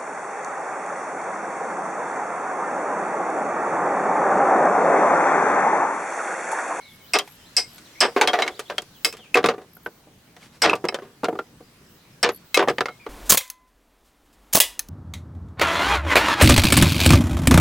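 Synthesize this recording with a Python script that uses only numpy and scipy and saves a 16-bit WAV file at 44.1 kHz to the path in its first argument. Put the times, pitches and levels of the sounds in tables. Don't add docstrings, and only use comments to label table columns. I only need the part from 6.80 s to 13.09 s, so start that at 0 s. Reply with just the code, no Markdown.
import sys
import numpy as np
from scipy import signal
from scipy.fft import rfft, irfft, next_fast_len
from scipy.io import wavfile
from scipy.ndimage import uniform_filter1d, minimum_filter1d

SR = 44100
rng = np.random.default_rng(int(sys.argv[2]) if len(sys.argv) > 2 else 0)


def materialize(psi):
    bounded = np.clip(np.atleast_2d(psi).T, -1, 1)
    quanta = np.round(bounded * 32767).astype(np.int16)
    wavfile.write(sys.argv[1], SR, quanta)


N = 277389

# start in seconds, levels in dB of the
# crack, upper blade ring, lower blade ring and club ring, then the chatter's t60 in seconds.
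BLOWS = [(0.335, -23, -17.5, -22, -12.5, 0.085), (0.766, -41, -11, -17.5, -25, 0.11),
         (1.2044, -22, -8.5, -50, -32, 0.091), (1.474, -39, -32, -21, -42, 0.036),
         (1.621, -39, -31, -9.5, -42, 0.036), (2.247, 0, -10, -14, -14, 0.063),
         (2.326, -36, -72, -71, -35.5, 0.014), (2.5437, -15, -49, -13, -3, 0.021),
         (2.66, -28, -50, -27, -32, 0.024), (3.8202, -11.5, -15, -25, -42, 0.12),
         (3.896, -41, -53, -42, -10, 0.028), (3.935, -45, -63, -51, -16, 0.021),
         (4.0855, -45, -29, -25.5, -27, 0.013), (5.4289, -20, -14, -19, -37, 0.042),
         (5.744, -4.5, -30, -4.5, -5, 0.033), (5.897, -36, -31.5, -42, -25, 0.015),
         (6.084, -58, -80, -42, -65, 0.17)]
# start and rise in seconds, peak level in dB, tilt at the peak in dB per
# octave, fade in dB per second.
SPLITS = [(0.337, 0.029, -12.5, -1, 1100), (0.769, 0.01, -24, 2, 447), (1.209, 0.01, -2, 0, 420),
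          (2.25, 0.015, -16, -5, 928), (2.543, 0.026, -10.5, -4, 647), (3.819, 0.038, -6, -1, 305),
          (5.43, 0.023, -4.5, -1, 651), (5.764, 0.04, -9.5, -2.5, 600)]
# start in seconds, level in dB, tilt in dB per octave,
# ring pitch in Hz, the rattle's t60 at 1 kHz in seconds.
KNOCKS = [(0.387, -14.5, 7, 4970, 0.051), (0.393, -16, 0.5, 3180, 0.12), (0.475, -41, 7, 850, 0.11),
          (0.981, -48.5, 15, 1465, 0.11), (1.363, -7, -1.5, 395.6, 0.2), (1.412, 6, 1.5, 849, 0.11),
          (1.474, 2, 1.5, 3224, 0.094), (1.532, -7, -0.5, 721, 0.19), (1.588, -13.5, 0, 656, 0.3),
          (1.621, -5, 1.5, 1900, 0.069), (1.665, -24, 0.5, 672, 0.15), (1.678, -13.5, 1.5, 2230, 0.066),
          (1.793, -23, 4, 437, 0.11), (1.899, -17.5, -0.5, 588, 0.15), (1.981, -11, 2, 3210, 0.06),
          (2.005, -63, 5, 500, 0.02), (2.02, -31, 4, 360, 0.054), (2.041, -52, 3, 398, 0.03),
          (2.335, -31.5, 2, 445, 0.13), (2.369, -50, 15, 325, 0.14), (2.388, -40.5, -9, 212, 0.13),
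          (2.44, -46, 2, 203, 0.17), (2.555, 4.5, 0, 439, 0.065), (2.571, -0.5, 0, 1152, 0.1),
          (2.63, -30, 2, 1620, 0.05), (2.641, 2.5, -1, 386, 0.084), (2.66, -9, 2, 3650, 0.057),
          (2.687, 0.5, 0, 470, 0.09), (2.738, -27.5, -1.5, 440, 0.083), (2.78, -27.5, -6, 393, 0.13),
          (2.816, -40, 0.5, 398, 0.12), (2.968, -40, -6, 1440, 0.051), (3.061, -16.5, -4, 1520, 0.067),
          (3.271, -48, -12, 298, 0.16), (3.565, -37.5, 2, 720, 0.093), (3.626, -51, -3, 2210, 0.18),
          (3.838, -6.5, -6, 570, 0.023), (3.861, 4.5, 0, 432, 0.04), (3.896, -5.5, 1.5, 1250, 0.068),
          (3.931, -6.5, -2.5, 1070, 0.066), (3.954, -37, 10, 323, 0.11), (4.041, -12, -5.5, 361, 0.1),
          (4.052, -25, 2.5, 493, 0.058), (4.088, -9.5, -2, 2300, 0.04), (4.124, -23, -7, 647, 0.05),
          (4.144, -14.5, 1.5, 552, 0.091), (4.187, -28, -1.5, 557, 0.094), (4.221, -34.5, -1, 399, 0.3),
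          (4.433, -10.5, -6.5, 298, 0.059), (4.444, -12.5, 1.5, 1360, 0.044),
          (4.452, -16.5, 0.5, 1420, 0.051), (4.459, -28, 0, 1350, 0.037), (4.484, -10, -8, 460, 0.062),
          (4.527, -25.5, -10, 318, 0.096), (4.553, -22, -9.5, 447, 0.06), (4.589, -14, -3, 1387, 0.071),
          (4.805, -32.5, -10, 400, 0.053), (5.49, -8.5, 0, 472, 0.079), (5.773, 12, 1, 493, 0.058),
          (5.793, -3, 0.5, 1520, 0.072), (5.825, -7.5, -4, 1015, 0.1), (5.875, -9, -15, 680, 0.072),
          (5.884, 1, 0, 452, 0.086), (5.983, -4, -0.5, 832, 0.037), (6.007, -5.5, -0.5, 1357, 0.068),
          (6.057, -14, 0.5, 2110, 0.066), (6.084, -21, -0.5, 1314, 0.081), (6.264, -22.5, -2.5, 432, 0.089)]
# pitch in Hz, relative level in dB, width in Hz.
BLADE_MODES = [(2145, 0, 40), (3100, -12, 70), (3950, -9, 70), (4900, -2, 110), (5070, -1, 80),
               (5330, 0, 90), (5665, -8, 90), (7800, -9, 200), (8330, -8, 150), (9300, -16, 300),
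               (11560, -24, 200)]
# pitch in Hz, width in Hz, relative level in dB.
STEM_MODES = [(404, 40, -10.5), (468.5, 47, -4.5), (735, 60, -0.5), (1176, 87, -3.5)]
# frequency in Hz, relative level in dB.
BAMBOO_COLOUR = [(40, -12), (100, -18), (224, -12.5), (400, -1), (800, -3.5), (1500, -4.5), (2500, -7),
                 (5000, -9), (9000, -12), (16500, -24)]
# start in seconds, level in dB, length in seconds.
RUSTLES = [(3.571, -51, 0.14), (3.71, -54.5, 0.089)]
# frequency in Hz, side against mid in dB.
SIDE_SCATTER = [(60, -21), (240, -96), (950, -23.5), (3770, -10), (15000, -5)]
# start in seconds, level in dB, length in seconds, pitch in Hz,
# pulses per second.
CHIRPS = [(0.074, -59.5, 0.09, 11500, 82), (0.447, -56, 0.11, 11700, 94.4),
          (0.878, -55.5, 0.083, 11600, 74), (2.932, -52.5, 0.039, 11800, 57),
          (3.031, -52.5, 0.039, 11800, 57), (5.519, -44, 0.045, 11640, 72)]
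# start in seconds, level in dB, length in seconds.
BUZZES = [(0.207, -61, 0.14), (2.13, -62, 0.22), (2.948, -69, 0.11), (3.087, -68.5, .13), (5.08, -67, 0.12),
          (5.635, -65, 0.16), (5.905, -67, .12)]
# start and length in seconds, first and last pitch in Hz, level in dB.
BIRD_GLIDES = [(0.01, 0.13, 4150, 3190, -50), (1.052, 0.029, 4200, 3040, -51),
               (1.146, 0.067, 2130, 2410, -46), (1.708, 0.023, 3660, 3180, -47),
               (1.739, 0.03, 3600, 5000, -48.5), (1.767, 0.013, 3850, 3050, -46.5),
               (1.855, 0.019, 3600, 3050, -47), (1.875, 0.028, 3300, 4200, -49),
               (2.145, 0.045, 3390, 2720, -53), (2.378, 0.1, 3550, 2240, -48),
               (4.822, 0.11, 4930, 4800, -64), (5.06, .025, 5350, 5400, -60),
               (5.177, .085, 3950, 4050, -63), (5.32, .04, 5250, 5200, -64), (5.53, 0.062, 4680, 4300, -57),
               (6.192, 0.062, 2440, 2290, -49)]
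# seconds into the call, pitch in Hz, relative level in dB.
WARBLE_SHAPE = [(0, 3220, -9), (.045, 3000, -4), (.065, 3150, -2), (.085, 4200, 0), (.097, 4000, -1),
                (.115, 2900, -5)]
# start in seconds, level in dB.
WARBLES = [(.2, -53), (.585, -53)]
# frequency in Hz, relative density in dB.
AIR_COLOUR = [(15, -36), (25, -19), (152, -4), (513, -14.5), (710, -16.5), (1550, -17), (1820, -17.5),
              (5230, -23), (10300, -29), (15800, -31)]
# frequency in Hz, correlation (1 is identical).
AIR_LIKENESS = [(60, 0.97), (240, 1), (950, 0.56), (3770, 0.072), (15000, 0.29)]
# time in seconds, treble and middle in dB, taken against the last row.
AIR_DRIFT = [(0.0, -51, -42), (1.19, -46.5, -41), (1.47, -45.5, -37), (1.93, -49, -43.5), (2.77, -55, -47),
             (6.29, -53, -43)]

BANDS_HZ = 125 * 2. ** np.arange(8)
CRACK_TILT_DB = 5
TEAR_START_DB, TEAR_START_TILT_DB, TEAR_DULLING_DB_PER_S = -7.5, 2.5, 60
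RING_DB, RING_LOSS = -7.5, 0.14
SOFTENING = 0.39
OVERTONE_RATIO, OVERTONE_DB = 2.7, -7.5
FULLER_BASS_S = 2.0
EARLY_LOW_CUT_HZ, LATE_LOW_CUT_HZ, TOP_HZ = 257, 132, 16900
GLIDE_FADE_DB, GLIDE_WAVER, WARBLE_WAVER = -4, .04, .008


def blows():
    crack = np.zeros((len(BANDS_HZ), N))
    upper, lower, club = np.zeros((3, N))
    snap = decay(0.0079, rise=.0001) + 0.59 * decay(0.061)
    for s, crack_db, upper_db, lower_db, club_db, t60 in BLOWS:
        add(crack, s, gain_of(crack_db) * tilt(CRACK_TILT_DB) * snap)
        shape = decay(t60) + 0.051 * decay(3 * t60) + 2.13 * decay(0.0053)
        for drive, db in ((upper, upper_db), (lower, lower_db), (club, club_db)):
            add(drive, s, gain_of(db) * shape)
    chatter = crackle(spread_db=0.97, per_s=3000) + contact(BLOWS, 3.2)
    strike = chatter + contact(BLOWS, 9.8)
    steel = sum(gain_of(db) * struck(strike * (lower if hz < 4000 else upper), hz, width)
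                for hz, db, width in BLADE_MODES)
    wood = struck(strike * club, hz=2570, width=80)
    dying = gain_of(-51 - 60 * np.arange(N) / SR / 0.84)
    opening_ring = dying * resonate(rng.standard_normal(N), hz=2207, width=70)
    return (crack * octaves(chatter)).sum(0) + steel + wood + opening_ring


def splits():
    envelope = np.zeros((len(BANDS_HZ), N))
    t = np.arange(SR // 4) / SR
    for s, rise, db, tilt_db, fade in SPLITS:
        early, late = np.maximum(1 - t / rise, 0), np.maximum(t - rise, 0)
        colour = tilt(tilt_db + TEAR_START_TILT_DB * early - TEAR_DULLING_DB_PER_S * late)
        add(envelope, s, gain_of(db + TEAR_START_DB * early - fade * late) * colour)
    fibres = octaves(crackle(spread_db=2.1, per_s=1500))
    return hollow_stem((envelope * fibres).sum(0))


def knocks():
    envelope, rings = np.zeros((len(BANDS_HZ), N)), np.zeros(N)
    t = np.arange(SR // 4) / SR
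    crest_db = 7.5
    lasting = (BANDS_HZ[:, None] / 1000) ** -.35
    for s, db, tilt_db, hz, t60 in KNOCKS:
        rise = 0.00083 * lasting ** 2 * gain_of(-SOFTENING * tilt_db)
        shape = decay(t60 * lasting, rise) + 0.35 * decay(0.015 * lasting)
        add(envelope, s, gain_of(db - crest_db) * tilt(tilt_db) * shape)
        overtone = gain_of(OVERTONE_DB) * (hz < 900) * np.sin(2 * np.pi * OVERTONE_RATIO * hz * t)
        ring = decay(0.66 * t60, rise=0.00089) * (np.sin(2 * np.pi * hz * t) + overtone)
        add(rings, s, gain_of(db + RING_DB - RING_LOSS * db) * ring)
    rattle = crackle(spread_db=1.93, per_s=3000) + contact(KNOCKS, 3.5)
    shudder = 1 + 0.75 * evened(uniform_filter1d(rattle, size=150))
    return hollow_stem((envelope * octaves(rattle)).sum(0)) + rings * shudder


def hollow_stem(x):
    return x + sum(gain_of(db) * resonate(x, hz, width) for hz, width, db in STEM_MODES) / 30


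def crackle(spread_db, per_s):
    sizes = gain_of(spread_db * np.minimum(rng.exponential(1, N), 4))
    snaps = sizes * (rng.random(N) < per_s / SR) * rng.choice([-1., 1.], N)
    return evened(evened(snaps) + 0.84 * rng.standard_normal(N))


def contact(events, size):
    clicks = np.zeros(N)
    clicks[[round(row[0] * SR) + 24 for row in events]] = size
    return clicks


def rustles():
    envelope = np.zeros(N)
    for s, db, length in RUSTLES:
        add(envelope, s, gain_of(db) * np.hanning(round(length * SR)))
    rub = (tilt(2.3) * octaves(rng.standard_normal(N))).sum(0)
    return envelope * evened(rub)


def hut(x):
    lean, full = (signal.lfilter(*signal.butter(3, hz, "high", fs=SR), x)
                 for hz in (EARLY_LOW_CUT_HZ, LATE_LOW_CUT_HZ))
    direct = np.where(np.arange(N) < FULLER_BASS_S * SR, lean, full)
    mid = direct + gain_of(-15) * reflections(direct, t60=0.092)
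    mid += gain_of(-36.5) * resonate(mid, hz=101.6, width=16)
    size = next_fast_len(N)
    scatter = gain_of(read(SIDE_SCATTER, np.fft.rfftfreq(size, 1 / SR)))
    side = irfft(rfft(reflections(mid, t60=0.043), size) * scatter, size)[:N]
    return np.array([mid + side, mid - side])


def reflections(x, t60):
    tails = rng.standard_normal((2, SR // 4)) * gain_of(-60 * np.arange(SR // 4) / SR / t60)
    blend = 2 * np.pi * 1.7 * np.arange(N) / SR
    fed = x * np.array([np.cos(blend), np.sin(blend)])
    return signal.oaconvolve(fed, tails / np.linalg.norm(tails[0]), axes=1).sum(0)[:N]


def insects():
    out = np.zeros((2, N))
    for s, db, length, hz, rate in CHIRPS:
        t = np.arange(0, length + 0.014, 1 / SR)
        swell = np.minimum(t / length + 0.36, 1) * gain_of(-900 * np.maximum(t - length, 0))
        pulses = gain_of(-24 * (t * rate % 1)) * swell
        noise = rng.standard_normal((2, len(t)))
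        add(out, s, gain_of(db) * resonate(pulses * (noise + noise[0]), hz, width=910))
    for s, db, length in BUZZES:
        t = np.arange(0, length, 1 / SR)
        pulses = (1 + 0.35 * np.cos(2 * np.pi * 215 * t)) * signal.windows.tukey(len(t), .3)
        noise = pulses * rng.standard_normal((2, len(t)))
        wings = sum(resonate(noise, hz, width=1400) for hz in (14400, 15500))
        add(out, s, gain_of(db) * wings)
    return out


def bird():
    calls = np.zeros(N)
    for s, length, from_hz, to_hz, db in BIRD_GLIDES:
        along = np.linspace(0, 1, round(length * SR))
        pitch = from_hz + (to_hz - from_hz) * along ** 1.2
        add(calls, s, whistle(pitch, db + GLIDE_FADE_DB * along, GLIDE_WAVER))
    at, hz, shape_db = np.transpose(WARBLE_SHAPE)
    t = np.arange(0, at[-1], 1 / SR)
    for s, db in WARBLES:
        add(calls, s, whistle(np.interp(t, at, hz), db + np.interp(t, at, shape_db), WARBLE_WAVER))
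    t = np.arange(SR // 4) / SR
    echoes = rng.standard_normal((2, len(t))) * gain_of(-60 * t / 0.35)
    echoes /= np.linalg.norm(echoes[0])
    return calls + .8 * signal.fftconvolve(calls[None], echoes, axes=1)[:, :N]


def whistle(hz, db, unsteady):
    waver = 1 + unsteady * evened(uniform_filter1d(rng.standard_normal(len(hz)), size=120))
    phase = 2 * np.pi * np.cumsum(hz * waver) / SR
    return gain_of(db) * np.sin(phase) * signal.windows.tukey(len(hz), .3)


def outdoor_air():
    frames, hz = N // 256 + 5, np.fft.rfftfreq(1024, 1 / SR)
    left_re, left_im, apart_re, apart_im, patches = rng.standard_normal((frames, 513, 5)).T
    patches = evened(uniform_filter1d(uniform_filter1d(patches, size=12, axis=0), size=14, axis=1))
    s, treble_db, middle_db = np.transpose(AIR_DRIFT)
    t = np.arange(frames) * 256 / SR
    treble, middle = (np.interp(t, s, db) - db[-1] for db in (treble_db, middle_db))
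    drift_db = np.outer(read([(200, 0.0), (700, 0.64), (2200, 1.0), (4000, 0.3)], hz), middle)
    drift_db += np.outer(read([(2200, 0.12), (4000, 1.0), (8000, 0.8), (13000, 0.49)], hz), treble)
    likeness = np.clip(read(AIR_LIKENESS, hz), -1, 1)[:, None]
    left = left_re + 1j * left_im
    right = likeness * left + np.sqrt(1 - likeness ** 2) * (apart_re + 1j * apart_im)
    spectra = np.array([left, right]) * gain_of(read(AIR_COLOUR, hz)[:, None] + 1.7 * patches)
    steady = signal.istft(spectra, nperseg=1024, noverlap=768)[1]
    drifting = signal.istft(spectra * gain_of(drift_db), nperseg=1024, noverlap=768)[1]
    return gain_of(-52.5) * drifting[:, :N] / np.sqrt(np.mean(steady ** 2))


def octaves(x):
    size = next_fast_len(N)
    hz = np.fft.rfftfreq(size, 1 / SR)
    place = np.clip(np.log2((hz + 1) / BANDS_HZ[0]), 0, len(BANDS_HZ) - 1)
    shares = np.maximum(1 - abs(place - np.arange(len(BANDS_HZ))[:, None]), 0)
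    bands = irfft(rfft(x, size) * gain_of(read(BAMBOO_COLOUR, hz)) * shares, size)[:, :N]
    return bands / np.std(bands.sum(0))


def tilt(db_per_octave):
    above = np.log2(BANDS_HZ / 1000)[:, None]
    slope_db = np.minimum(above * db_per_octave, abs(db_per_octave))
    top_db = 1.37 * np.maximum(above - 1, 0) ** 2 * np.minimum(db_per_octave - 3.0, 0)
    return gain_of(slope_db + top_db)


def struck(x, hz, width):
    r, quick = np.exp(-np.pi * width / SR), np.exp(-np.pi * 700 / SR)
    turn = np.exp(2j * np.pi * hz / SR)
    poles = np.convolve([1, -r * turn], [1, -quick * turn])
    return 2 * np.sqrt(1 - r) * (1 - quick) * signal.lfilter([1], poles, x).real


def resonate(x, hz, width):
    r = np.exp(-np.pi * width / SR)
    pole = [1, -r * np.exp(2j * np.pi * hz / SR)]
    ringing = signal.lfilter([1], pole, signal.lfilter([1], pole, x)).real
    return 2 * (1 - r) * np.sqrt(2 * (1 - r * r)) * ringing


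def decay(t60, rise=0.00064):
    t = np.arange(SR // 4) / SR
    return (1 - np.exp(-t / rise)) * gain_of(-60 * t / t60)


def gain_of(db):
    return 10 ** (np.asarray(db) / 20)


def evened(x):
    return x / np.sqrt(np.mean(x ** 2) + 1e-20)


def read(points, hz):
    f, value = np.transpose(points)
    return np.interp(np.log(hz + 1), np.log(f + 1), value)


def add(mix, s, sound):
    part = mix[..., round(s * SR):][..., :sound.shape[-1]]
    part += sound[..., :part.shape[-1]]


def scene():
    return hut(blows() + splits() + knocks() + rustles()) + outdoor_air() + insects() + bird()


def record(dry):
    peak_db = 20 * np.log10(-minimum_filter1d(-abs(dry).max(0), size=96) + 1e-9)
    release_db = np.arange(N) * 400. / SR
    held_db = np.maximum.accumulate(peak_db + release_db) - release_db
    over_db = np.maximum(held_db + 6, 0)
    limited = dry / gain_of(.75 * uniform_filter1d(over_db, size=48))
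    low_pass = signal.firwin(511, TOP_HZ, window=("kaiser", 9), fs=SR)
    return signal.oaconvolve(limited, low_pass[None], "same")


dry = scene()
out = record(dry)
materialize(out)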